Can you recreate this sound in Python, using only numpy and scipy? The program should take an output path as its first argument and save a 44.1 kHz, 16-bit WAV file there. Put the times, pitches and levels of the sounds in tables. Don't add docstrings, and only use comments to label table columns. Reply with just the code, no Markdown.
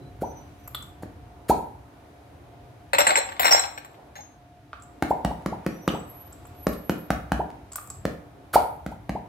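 import sys
import numpy as np
from scipy import signal
from scipy.fft import rfft, irfft
from scipy.io import wavfile
from scipy.ndimage import uniform_filter1d, map_coordinates

SR = 44100
rng = np.random.default_rng(int(sys.argv[2]) if len(sys.argv) > 2 else 0)


def pcm_store(signal):
    levels = np.round(np.clip(np.atleast_2d(signal), -1, 1) * 32767)
    wavfile.write(sys.argv[1], SR, levels.astype(np.int16).T)


def nominal_scale(level):
    x = np.asarray(level, float) / 20
    return 10 ** x


N = 409248

# pitch in Hz, level in dB per Hz.
CRACK_COLOUR = [(400, -26.5), (900, -6), (1800, -13.5), (3100, -25), (5500, -27.5), (8000, -31.5),
                (12000, -30), (15800, -32), (17000, -52.5)]
# time in seconds, rim peak in dB, tray in dB, cup wall in dB, top notes in dB.
CUP_DROPS = [(2.9329, -19.5, -18.5, -47, -36.5), (2.947, -31, -22, -41.5, -46),
             (2.9839, -17.5, -14, -28.5, -37), (2.994, -21, -21.5, -30, -38),
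             (3.0041, -21.5, -18, -19, -50), (3.014, -23, -21.5, -34, -49.5),
             (3.0679, -16, -16, -42.5, -44.5), (3.075, -10.5, -25.5, -38.5, -46),
             (3.085, -25, -23.5, -37.5, -49.5), (3.0944, -22, -21, -36, -44.5),
             (3.106, -25.5, -20, -39, -47), (3.1562, -27.5, -19.5, -35, -50.5),
             (3.165, -25.5, -25, -22, -46.5), (3.1737, -18.5, -21.5, -35.5, -43.5),
             (3.183, -16, -30, -34, -50.5), (3.2897, -50.5, -33.5, -51, -54.5),
             (3.3207, -54, -36, -56, -60), (3.3658, -53, -41.5, -57, -70), (3.3954, -34, -16, -40, -21),
             (3.407, -27.5, -23, -45.5, -34), (3.4193, -21, -25, -39, -33.5),
             (3.431, -21.5, -24, -38, -32.5), (3.445, -23.5, -21, -20, -31.5), (3.455, -18, -16, -17, -36),
             (3.4677, -17, -21, -29, -32), (3.479, -24, -20.5, -35.5, -36),
             (3.492, -33.5, -27.5, -42.5, -38.5), (3.509, -23, -28, -16.5, -32.5),
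             (3.516, -22, -22.5, -9, -33.5), (3.5249, -23.5, -19, -6.5, -29.5), (3.532, -16, -28, -16, -33),
             (3.5441, -17, -20.5, -25, -40), (3.554, -28, -25.5, -22.5, -44.5),
             (3.5648, -29.5, -26, -31.5, -44.5), (3.577, -25, -26, -46, -49.5),
             (3.5941, -14, -31, -39, -58), (3.6377, -46, -29, -41, -65), (3.7767, -36.5, -34, -41, -52),
             (3.8473, -42, -43, -49, -51), (3.9433, -66, -50.5, -68, -70)]
# pitch in Hz, level in dB, time to fall 60 dB in seconds.
TRAY_MODES = [(970, -2, 0.029), (1150, -8.5, 0.048), (1400, -2.5, 0.0052), (1546, -3, .012),
              (1829, 1, 0.0082), (2090, -1, 0.011), (2332, -4, .006), (2550, 0, 0.0044), (2930, -4.5, .004),
              (3500, -5, 0.0093), (3620, -10.5, 0.0079)]
BOWL_MODES = [(4080, 2, 0.045), (4530, -14, 0.03)]
TOP_MODES = [(10600, -16, .02), (12376, -2, .1), (12746, 1, .1), (13170, -2, .09), (13500, -12, .07),
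             (13810, -13, .06), (14050, -10, .06)]
FLOOR_MODES = [(570, -2.5, .045), (684, -15.5, 0.026), (769, -7, 0.082), (885, -10, 0.0094)]


def on_log(table, hz):
    f, v = np.transpose(table)
    return np.interp(np.log(np.maximum(hz, 1)), np.log(f), v)


def unit(x):
    return x / np.sqrt(np.mean(x ** 2))


def coloured(table, count):
    hz = np.fft.rfftfreq(count, 1 / SR)
    white = rfft(rng.standard_normal(count))
    return unit(irfft(white * nominal_scale(on_log(table, hz)), count))


def ring(x, modes):
    out = 0
    for hz, db, t60 in modes:
        r = np.exp(-np.log(1000) / (t60 * SR))
        w = 2 * np.pi * hz / SR
        out = out + signal.lfilter([0, nominal_scale(db) * r * np.sin(w)], [1, -2 * r * np.cos(w), r * r], x)
    return out


def add(bus, s, sound, pan_db, lag):
    for side, sign in enumerate((1, -1)):
        i = int(s * SR) + max(int(sign * lag), 0)
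        part = np.broadcast_to(sound, (2, np.shape(sound)[-1]))[side, :N - i]
        bus[side, i:i + len(part)] += part * nominal_scale(sign * pan_db / 2)


def walk(rate, count):
    steps = np.arange(count) * rate / SR
    return map_coordinates(rng.standard_normal(int(steps[-1]) + 2), [steps], order=1) * 1.48


def slaps():
    # time in seconds, thump in dB, trapped-air pitch in Hz, trapped air in dB, bed in dB.
    hits = [(1.032, -33.5, 510, -22, -45), (5.024, -17.5, 830, -6, -61), (5.248, -18.5, 750, -10.5, -21.5),
            (5.46, -20.5, 566, -13, -26), (5.664, -20.5, 410, -9, -55), (5.877, -17.5, 480, -6, -53),
            (6.6691, -18.5, 502, -2.5, -19), (6.896, -18.5, 396, -7.5, -64), (7.104, -17, 790, -1.5, -17),
            (7.318, -18, 860, -7.5, -15.5), (8.052, -19.5, 509, -6.5, -27), (8.863, -24.5, 716, -17, -32),
            (9.094, -23, 733, -17, -25)]
    # seal closes in seconds after first contact, far side lands in seconds later, its share of the blow.
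    landings = [(.0021, 0.0065, 0.19), (0.0012, .0025, 0.53), (.0016, .0014, 1.2), (0.0019, 0.0053, .3),
                (0.0013, .0056, 0.41), (.0018, .0057, 0.3), (.0004, .005, 0.24), (0.0011, 0.0056, 0.28),
                (0.0014, 0.00141, 0.34), (0.0023, 0.00121, 0.66), (.0021, 0.00173, 0.34),
                (.0016, 0.00138, 0.51), (0.0011, 0.00133, 1.12)]
    # pitch in Hz, level in dB, time to fall 60 dB in seconds.
    flesh = [(155, -23, 0.13), (185.5, 0, 0.047), (234, 6, 0.018), (296, 3, 0.04), (493, -9.5, 0.02)]
    bed = [(63.8, -5, 0.32), (91, -30, .2)]
    chamber = (1245, -10, 0.013)
    crack_db, crack_growth, firm_db = -11.5, 1.76, -20.5
    squeeze_s, squeeze = .0008, 0.51
    bus, t = np.zeros((2, N)), np.arange(int(.4 * SR)) / SR
    soft = np.hanning(int(0.00045 * SR))
    for (s, thump_db, air_hz, air_db, bed_db), (seal_s, far_s, share) in zip(hits, landings):
        touch = np.zeros(len(t))
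        touch[[0, int(far_s * SR)]] = 1, share
        push = np.roll(touch, int(squeeze_s * SR)) - squeeze * touch
        push = np.convolve(push, soft / soft.sum())[:len(t)]
        seal = push * (t < squeeze_s + .0005)
        air = ring(push, [(air_hz, 0, .006)]) + ring(seal, [(3.0 * air_hz, -13, .003), chamber])
        body = nominal_scale(thump_db) * ring(push, flesh) + nominal_scale(bed_db) * ring(push, bed)
        spit = nominal_scale(6.5) * tear(len(t)) + nominal_scale(-12) * np.exp(-t / 0.0044) * coloured(CRACK_COLOUR, len(t))
        crack = nominal_scale(crack_db + crack_growth * (thump_db - firm_db)) * spit
        add(bus, s + seal_s - squeeze_s - .0006, nominal_scale(air_db) * air + body + crack, 0, 1)
    return bus


def tear(count):
    spread_s = 0.0006054
    hz = np.fft.rfftfreq(count, 1 / SR)
    late = spread_s * (1 + np.interp(hz, np.linspace(0, SR / 2, num=40), rng.exponential(size=40)))
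    phase = 2 * np.pi * np.cumsum(late) * hz[1]
    snap = irfft(nominal_scale(on_log(CRACK_COLOUR, hz)) * np.exp(-1j * phase), count)
    return snap / np.sqrt(np.sum(snap ** 2))


def pops():
    # time in seconds, peak in dB, start pitch in Hz, length in seconds, skin in dB.
    pulls = [
        (0.22, -22, 266, 0.027, -10.5),
        (1.4957, -9.5, 490, 0.025, -2),
        (5.105, -10.5, 380, 0.014, -12),
        (5.306, -22.5, 380, 0.015, -26),
        (5.52, -24, 354, 0.019, -20),
        (5.936, -27, 223, 0.025, -15),
        (7.393, -18, 332, 0.021, -12),
        (8.554, -2.9, 336, 0.015, -7.5),
        (8.912, -32.5, 393, 0.02, -41),
        (9.149, -23.5, 344, 0.021, -19),
    ]
    # pitch in Hz, level in dB, time to fall 60 dB in seconds.
    skin = [(71.8, -33, 0.65), (185, -27.5, 0.022), (430, 5, 0.011)]
    open_hz = 1038
    bus, t = np.zeros((2, N)), np.arange(int(.2 * SR)) / SR
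    tug = np.exp(-((t - .0015) / 0.00036) ** 2)
    suck = ring(tug / tug.sum(), skin)
    for s, db, start_hz, length, skin_db in pulls:
        lift = t / length
        hz = open_hz - (open_hz - start_hz) * np.exp(-lift / 0.826 - 1.36 * lift ** 2)
        swell = (1 - np.exp(-(lift / 0.44) ** 2)) * np.exp(-1.9 * lift) / (1 + lift ** 10)
        note = swell * np.sin(2 * np.pi * np.cumsum(hz) / SR)
        add(bus, s, -nominal_scale(db + 13.5) * note - nominal_scale(skin_db) * suck, 0, 0)
    return bus


def leaks():
    # start in seconds, swell in seconds, hiss in dB, whistle pitch in Hz, whistle in dB.
    jets = [
        (0.205, 0.012, -48.5, 1400, -44.5),
        (1.022, 0.0033, -49.5, 870, -41),
        (1.482, 0.014, -31, 1369, -30),
        (5.089, 0.012, -47.5, 1300, -48),
        (5.88, 0.00515, -58, 3090, -32),
        (6.726, 0.006, -45, 4400, -57),
        (8.529, 0.014, -24.5, 1296, -20),
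        (8.908, 0.0067, -56.5, 3000, -70),
    ]
    # pitch in Hz, level in dB per Hz.
    hiss_colour = [(1180, -52), (2000, 5.5), (3170, 1), (5780, 0.5), (6880, -1.5), (7380, 1), (11300, 2),
                   (14000, 3.5), (16000, -9)]
    # pitch in Hz, level in dB, time to fall 60 dB in seconds.
    column = [(4400, 1, 0.0081), (9330, 1, 0.012), (11100, 7.5, 0.0047), (13400, 4, 0.0095)]
    tilts = [(7000, -2, .008), (7000, 3, .008), (6850, -4, 0.014), (7550, 6, 0.013), (7050, -15, .008),
             (7000, -15, .008), (7500, -17, .008), (14000, 9, .003)]
    column_db, column_growth, strong_db = -23, 1, -21.5
    whistle_fall, hiss_later = 1, 1.49
    bus, t = np.zeros((2, N)), np.arange(int(.2 * SR)) / SR

    def gap(peak_s, die_s):
        return np.minimum(t / peak_s, np.exp(-(t - peak_s) / die_s)) ** 0.95

    for (start, swell_s, hiss_db, whistle_hz, whistle_db), tilt in zip(jets, tilts):
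        fall = whistle_fall * np.exp(-t / (0.2855 * swell_s))
        pitch = whistle_hz * (1 + fall + 0.1 * walk(512, count=len(t)))
        level = nominal_scale(whistle_db + 4.0 + 2.9 * walk(363.6, count=len(t)))
        whistle = level * np.sin(2 * np.pi * np.cumsum(pitch) / SR)
        rush = rng.standard_normal(len(t))
        breathy = ring(rush, [(whistle_hz, 0, 5 / whistle_hz), (0.55 * whistle_hz, -3, 6 / whistle_hz)])
        whistle = whistle + nominal_scale(whistle_db - 0.5) * unit(breathy)
        blown_db = column_db + column_growth * (hiss_db - strong_db)
        air = nominal_scale(blown_db) * unit(ring(rush, column + [tilt])) + nominal_scale(hiss_db) * coloured(hiss_colour, len(t))
        add(bus, start, gap(swell_s, 0.018) ** 1.97 * whistle + gap(hiss_later * swell_s, 0.0087) * air, 0, 0)
    return bus


def strikes(table, bodies, tick_db, rattle_s, rattle_db, pan_db, lag):
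    soft_above_hz = 13500
    t, bus = np.arange(int(.25 * SR)) / SR, np.zeros((2, N))
    dull = signal.butter(8, soft_above_hz, fs=SR, output="sos")
    for row in table:
        blow = rng.standard_normal(len(t)) * (rng.random(len(t)) < .08)
        blow *= nominal_scale(rattle_db) * np.exp(-(t / rattle_s) ** 2.0)
        blow[0] = 1
        push = signal.sosfilt(dull, blow)
        sound = nominal_scale(tick_db + row[-1]) * signal.sosfilt(dull, np.diff(blow, prepend=0))
        for db, modes in zip(row[1:], bodies):
            for hz, mode_db, t60 in modes:
                spot_db, left_db, right_db, detune = rng.standard_normal(4) * (1.8, 2, 2, 1)
                facing = nominal_scale(np.array([[left_db], [right_db]]))
                mode = (hz + 0.51 * detune / t60, db + mode_db + spot_db, t60)
                sound = sound + facing * ring(blow if hz > soft_above_hz else push, [mode])
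        fade = np.cos(np.pi / 2 * t / t[-1])
        add(bus, row[0], sound * fade, pan_db, lag + rng.uniform(-3, 2))
    return bus


def clear_notes(table, pan_db, lag):
    bus, touch = np.zeros((2, N)), np.zeros(int(.3 * SR))
    touch[0] = 1
    for s, hz, db, t60 in table:
        add(bus, s, ring(touch, [(hz, db, t60)]), pan_db, lag)
    return bus


def rod_ticks():
    # time in seconds, rim peak in dB, air in dB, bowl in dB, top in dB.
    ticks = [(0.676, -50, -47.5, -65, -36.5), (0.7469, -41, -38.5, -20.5, -34.5),
             (0.824, -38, -50.5, -69, -57), (4.731, -74, -37, -64, -80.5), (4.798, -57, -68, -55, -79),
             (4.822, -45.5, -69, -81, -75), (4.8338, -50, -55, -67, -66), (6.325, -41, -61, -73, -74),
             (6.452, -49, -52, -74, -73), (6.469, -76, -72, -87.5, -50), (6.549, -72, -54, -73, -70),
             (7.7211, -32.5, -63, -88, -56), (7.7314, -38, -60, -66, -61), (7.7568, -42, -45, -70, -32),
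             (7.7818, -53, -51, -62, -58), (7.873, -50, -56, -69, -61), (7.9015, -33, -46.5, -79, -50)]
    # pitch in Hz, level in dB, time to fall 60 dB in seconds.
    cup_rim = [(7660, -5.5, 0.033), (7800, -7, 0.011)]
    cup_air = [(1185, 4, 0.012), (1044, -27, 0.012), (1400, -0.5, 0.016), (1720, -11, 0.0025),
               (2300, 0.5, 0.0029)]
    cup_bowl = [(3420, -6, 0.0056), (3700, -16, .004)]
    cup_top = [(12300, -2, .025), (12820, -8, .02), (13400, -9, .012)]
    cup_lip = [(8700, -17, .006), (9400, -5, 0.0059), (10800, -5, .004), (14600, -8, 0.0039)]
    # time in seconds, pitch in Hz, level in dB, time to fall 60 dB in seconds.
    hand_notes = [(0.7474, 3526, -21.5, 0.024), (0.7474, 1260, -29, 0.035), (0.752, 3420, -25, .012),
                  (0.7474, 13100, -34, .02), (4.731, 3500, -42, .008), (1.498, 4270, -33, 0.016),
                  (1.499, 6850, -25, 0.016), (0.824, 7540, -47, .06), (7.7198, 7850, -31, 0.017),
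                  (7.7323, 7650, -27, .015), (7.7577, 7800, -23, 0.017), (7.7577, 8770, -18.5, 0.011),
                  (7.7577, 11700, -35, .006), (7.7577, 14700, -24, 0.0023), (7.762, 13500, -19, .008),
                  (7.7815, 1250, -27, 0.015), (7.7865, 1240, -23, 0.018), (7.8734, 7550, -35, 0.024),
                  (7.9014, 7750, -25, 0.035), (7.9014, 10800, -28, .003)]
    lip_db = 6
    taps = [(s, rim, air, bowl, top, (rim + top) / 2 + lip_db) for s, rim, air, bowl, top in ticks]
    bodies = [cup_rim, cup_air, cup_bowl, cup_top, cup_lip]
    return strikes(taps, bodies, 2.6, 0.0057, -0.5, 0.29, -1) + clear_notes(hand_notes, .3, -1.1)


def tray_clatter():
    # pitch in Hz, level in dB, time to fall 60 dB in seconds.
    rim_modes = [(7770, -28.5, 0.22), (7560, -5, 0.042), (7650, -4, 0.03), (8060, -10, 0.025),
                 (8600, -21, 0.036)]
    wall_modes = [(5500, -4, 0.053), (5840, -13.5, .02), (6200, -14, 0.017), (6260, -27.5, .02)]
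    # time in seconds, pitch in Hz, level in dB, time to fall 60 dB in seconds.
    tray_notes = [(2.934, 547, -14.5, .1), (2.934, 8150, -24.5, .03), (2.985, 588, -15, .1),
                  (2.986, 7300, -21, .06), (2.986, 12500, -19.5, .12), (3.003, 8200, -18, .05),
                  (3.004, 5450, -27.5, .035), (3.0685, 7660, -12, .12), (3.0685, 8300, -16.5, .05),
                  (3.095, 600, -16, .08), (3.1565, 7660, -11.5, .09), (3.175, 602, -15.5, .06),
                  (3.1775, 5650, -30, .04), (3.172, 7640, -17, .06), (2.934, 13500, -30, .1),
                  (3.5105, 13170, -21, .15), (3.079, 14000, -36, .1), (3.397, 15698, -24, .15),
                  (3.447, 15698, -30.5, .1), (3.512, 15698, -32, .12), (2.9845, 2050, -14.5, .012),
                  (3.0685, 1900, -13, .012), (3.397, 7400, -23.5, .12), (3.397, 12400, -22, .1),
                  (3.4312, 5480, -29.5, .1), (3.4452, 5470, -20, .15), (3.47, 4100, -18.5, .05),
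                  (3.5095, 5500, -12, .15), (3.5165, 5440, -13.5, .12), (3.531, 6100, -12.5, .025),
                  (3.547, 5500, -17, .08), (3.564, 7480, -20.5, .1), (3.566, 5500, -18.5, .12),
                  (3.571, 4040, -23, .08), (4.156, 5480, -54, 0.36), (4.166, 782, -33, .08),
                  (4.172, 6896, -42, .05), (4.188, 832, -31, .1), (4.208, 6444, -39.5, .25)]
    bowl_db = -14.5
    cups = [(s, rim, tray, rim + bowl_db, wall, top) for s, rim, tray, wall, top in CUP_DROPS]
    bodies = [rim_modes, TRAY_MODES, BOWL_MODES, wall_modes, TOP_MODES]
    clatter = strikes(cups, bodies, -1.5, 0.01, -8.5, 2, -19)
    softer_band = signal.butter(1, (8800, 11400), "bandstop", fs=SR, output="sos")
    softer_top = signal.butter(6, 14600, fs=SR, output="sos")
    return signal.sosfilt(np.vstack([softer_band, softer_top]), clatter) + clear_notes(tray_notes, 2.5, -18.5)


def tray_knocks():
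    # time in seconds, floor (first handful) or edge (second) in dB, thin lip in dB.
    knocks = [(2.934, -17, -75.5), (2.9845, -16, -68.5), (3.01, -26, -73.5), (3.04, -21, -73.5),
              (3.07, -32.5, -74.5), (3.095, -24.5, -78.5), (3.113, -19, -77.5), (3.158, -32.5, -72.5),
              (3.174, -17, -78), (3.205, -24, -77.5), (3.396, -28, -31), (3.42, -40.5, -43.5),
              (3.446, -30, -39.5), (3.47, -38, -43.5), (3.49, -24.5, -47), (3.511, -21, -38),
              (3.526, -21.5, -38.5), (3.545, -14, -46), (3.565, -30.5, -62.5), (3.6, -42, -73.5),
              (3.64, -28, -75)]
    # pitch in Hz, level in dB, time to fall 60 dB in seconds.
    edge_modes = [(600, -13, 0.018), (700, -4.5, .03), (790, 4.5, .035), (906, -2.5, 0.018)]
    thin_lip = [(15698, 0, .07)]
    second_handful_s = 3.3
    first = [row for row in knocks if row[0] <= second_handful_s]
    second = [row for row in knocks if row[0] > second_handful_s]
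    on_floor = strikes(first, [FLOOR_MODES, thin_lip], -30.5, 0.0091, -8.0, 2, -22.0)
    return on_floor + strikes(second, [edge_modes, thin_lip], -30.5, 0.0091, -8.0, 2, -22.0)


def set_down():
    # time in seconds, wall peak in dB, tray in dB, bowl in dB, top in dB.
    touches = [
        (4.155, -46, -44, -53, -62),
        (4.19, -53, -53, -80, -68),
        (4.2115, -51, -72, -72, -80),
    ]
    # pitch in Hz, level in dB, time to fall 60 dB in seconds.
    spare_wall = [(5450, -7, .03), (6444, -3, .03), (6900, -15, .03)]
    bodies = [spare_wall, TRAY_MODES + FLOOR_MODES, BOWL_MODES, TOP_MODES]
    return strikes(touches, bodies, 4.3, 0.026, -8, 0.55, -18.0)


def table_thuds():
    # pitch in Hz, level in dB, time to fall 60 dB in seconds.
    table_modes = [(211.6, -25.5, 0.0087), (312, -32, 0.085)]
    drops = [(s, tray, top) for s, rim, tray, wall, top in CUP_DROPS]
    return strikes(drops, [table_modes], -56.5, 0.04, -5.5, 1.2, -21.0)


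def squeals():
    # start in seconds, length in seconds, loudest level in dB, octave in dB.
    brakes = [
        (0, 0.087, -47, -35),
        (0.219, 0.23, -51, -9),
        (0.573, 0.14, -63.5, 2),
        (5.679, 0.35, -54.5, -1),
        (5.9, 0.275, -51.5, -28),
        (6.045, 0.32, -45.5, -38),
        (6.521, 0.67, -45.5, -40),
    ]
    # start pitch in Hz, end pitch in Hz.
    glides = [(4000, 4010), (6000, 5995), (5985, 5985), (5810, 6030), (7710, 7880), (11760, 11820),
              (11800, 11760)]
    grip_s, sag_db, let_go_s = 0.083, -12.5, 0.063
    bus = np.zeros((2, N))
    for (s, length, db, octave_db), (start_hz, end_hz) in zip(brakes, glides):
        t = np.arange(0, length, 1 / SR)
        fade = np.clip(np.minimum(t / grip_s, (length - t) / let_go_s), 0, 1)
        level = fade * nominal_scale(db + sag_db * t / length + 3.8 * walk(70.9, count=len(t)))
        pitch = start_hz + (end_hz - start_hz) * t / length + 12 * walk(90, count=len(t))
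        phase = 2 * np.pi * np.cumsum(pitch) / SR
        add(bus, s, level * (np.sin(phase) + nominal_scale(octave_db) * np.sin(2 * phase)), 0, 0)
    return bus


def street():
    # time in seconds, traffic in dB, extra bass in dB.
    traffic = [(0, -49, 6.5), (.6, -47.5, 2.5), (1.4, -50.5, 1.5), (2.1, -49.5, -1.7), (4, -50.5, -3),
               (4.6, -56, 1.5), (5.202, -47.5, -5), (6.3, -46, -3.5), (7.6, -49.5, 0.5),
               (8.399, -50.5, -0.5), (9.28, -51.5, 3)]
    # pitch in Hz, level in dB per Hz.
    air_colour = [(15, -39), (25, -21), (59, -0.5), (120, -1.5), (195, -13.5), (293, -9), (326, -13),
                  (384, -13), (503, -17), (714, -15.5), (1330, -23), (2000, -27), (7510, -42),
                  (13200, -42.5), (16000, -52)]
    hiss_db, hiss_follow, usual_db = -49.5, 0.66, -46.5
    s, traffic_db, bass_db = np.transpose(traffic)
    t, hz = np.arange(N) / SR, np.fft.rfftfreq(N, 1 / SR)
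    rumble, bass = np.interp(t, s, traffic_db), np.interp(t, s, bass_db)
    hiss = hiss_db + hiss_follow * (rumble - usual_db)
    noise = rfft(rng.standard_normal((2, N))) * nominal_scale(on_log(air_colour, hz))
    noise /= np.sqrt(np.mean(irfft(noise[0], N) ** 2))
    out = 0
    for centre in 30 * 2 ** np.arange(0, 9.6, .7):
        band = np.clip(1 - np.abs(np.log2(hz / centre + 1e-9)) / 0.82, 0, 1) ** .5
        mid, side = irfft(noise * band, N)
        bright = np.clip(np.log2(centre / 700) / 1.0, 0, 1)
        flicker = (2.2 - 1.6 * bright) * walk(5, count=N)
        db = rumble + bright * (hiss - rumble) + flicker + np.clip(np.log2(320 / centre), 0, 1) * bass
        width = np.clip(centre / 900, .12, .9)
        out = out + nominal_scale(db) * (mid + width * side * np.array([[1], [-1]]))
    return out


def fan():
    # pitch in Hz, width in Hz, level in dB.
    hums = [(68.3, 12, -68), (292.2, 7, -58), (682, 37, -61), (750, 20, -72), (884, 13, -72.5)]
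    hum = 0
    for hz, width, db in hums:
        hum = hum + nominal_scale(db) * unit(ring(rng.standard_normal(N), [(hz, 0, 1.6 / width)]))
    level = nominal_scale(-56 + 2.8 * walk(12, count=N))
    pitch = 712 + 3 * walk(6.5, count=N)
    return hum + level * np.sin(2 * np.pi * np.cumsum(pitch) / SR)


def room(x):
    # pitch in Hz, time to fall 60 dB in seconds.
    fall_times = [(60, 0.61), (160, 0.46), (420, 0.46), (1100, 0.52), (3000, 0.41), (8000, 0.24),
                  (16000, 0.75)]
    # pitch in Hz, echo level in dB.
    echo_levels = [(60, -7), (250, 0), (1000, -3.5), (4000, 1.5), (14000, -6)]
    t = np.arange(int(.9 * SR)) / SR
    dense = rng.random((2, len(t))) < np.clip(t / .08, .004, 1) ** 1.5 + .004
    echoes = rng.standard_normal((3, len(t))) * (t > .007)
    echoes[:2] *= dense / np.sqrt(uniform_filter1d(dense * 1., 900) + 0.001)
    hz, tail = np.fft.rfftfreq(len(t), 1 / SR), 0
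    for centre in 45 * 2. ** np.arange(9):
        octave = np.clip(1 - np.abs(np.log2(hz / centre + 1e-9)), 0, 1)
        band = irfft(rfft(echoes) * octave, len(t))
        alike = np.clip(250 / centre, 0, .975)
        band = alike * band[2] + np.sqrt(1 - alike ** 2) * band[:2]
        fall = nominal_scale(-60 * t / on_log(fall_times, centre))
        tail = tail + nominal_scale(on_log(echo_levels, centre)) * band * fall / np.sqrt(np.sum(fall ** 2))
    return signal.fftconvolve(x, tail * (t > .004), axes=1)[:, :N]


def scene():
    no_bass = signal.butter(6, 480, "high", fs=SR, output="sos")
    tray = signal.sosfilt(no_bass, tray_clatter() + tray_knocks() + set_down())
    rod = signal.sosfilt(no_bass, rod_ticks())
    near = slaps() + pops() + leaks() + rod
    far = nominal_scale(2.0) * squeals()
    echoes = room(near + far + nominal_scale(-4.5) * tray)
    return near + far + tray + echoes + street() + fan() + table_thuds()


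def top_cut(x):
    return signal.sosfilt(signal.butter(12, 16970, fs=SR, output="sos"), x)


def record(dry):
    ceiling = 1.42
    cut = signal.sosfilt(signal.butter(6, 48, "high", fs=SR, output="sos"), dry)
    held = cut / (1 + np.abs(cut / ceiling) ** 6) ** (1 / 6)
    dimmed = signal.sosfilt(signal.ellip(6, .2, 22, 15950, fs=SR, output="sos"), held)
    return top_cut(0.69 * dimmed)


dry = scene()
out = record(dry)
pcm_store(out)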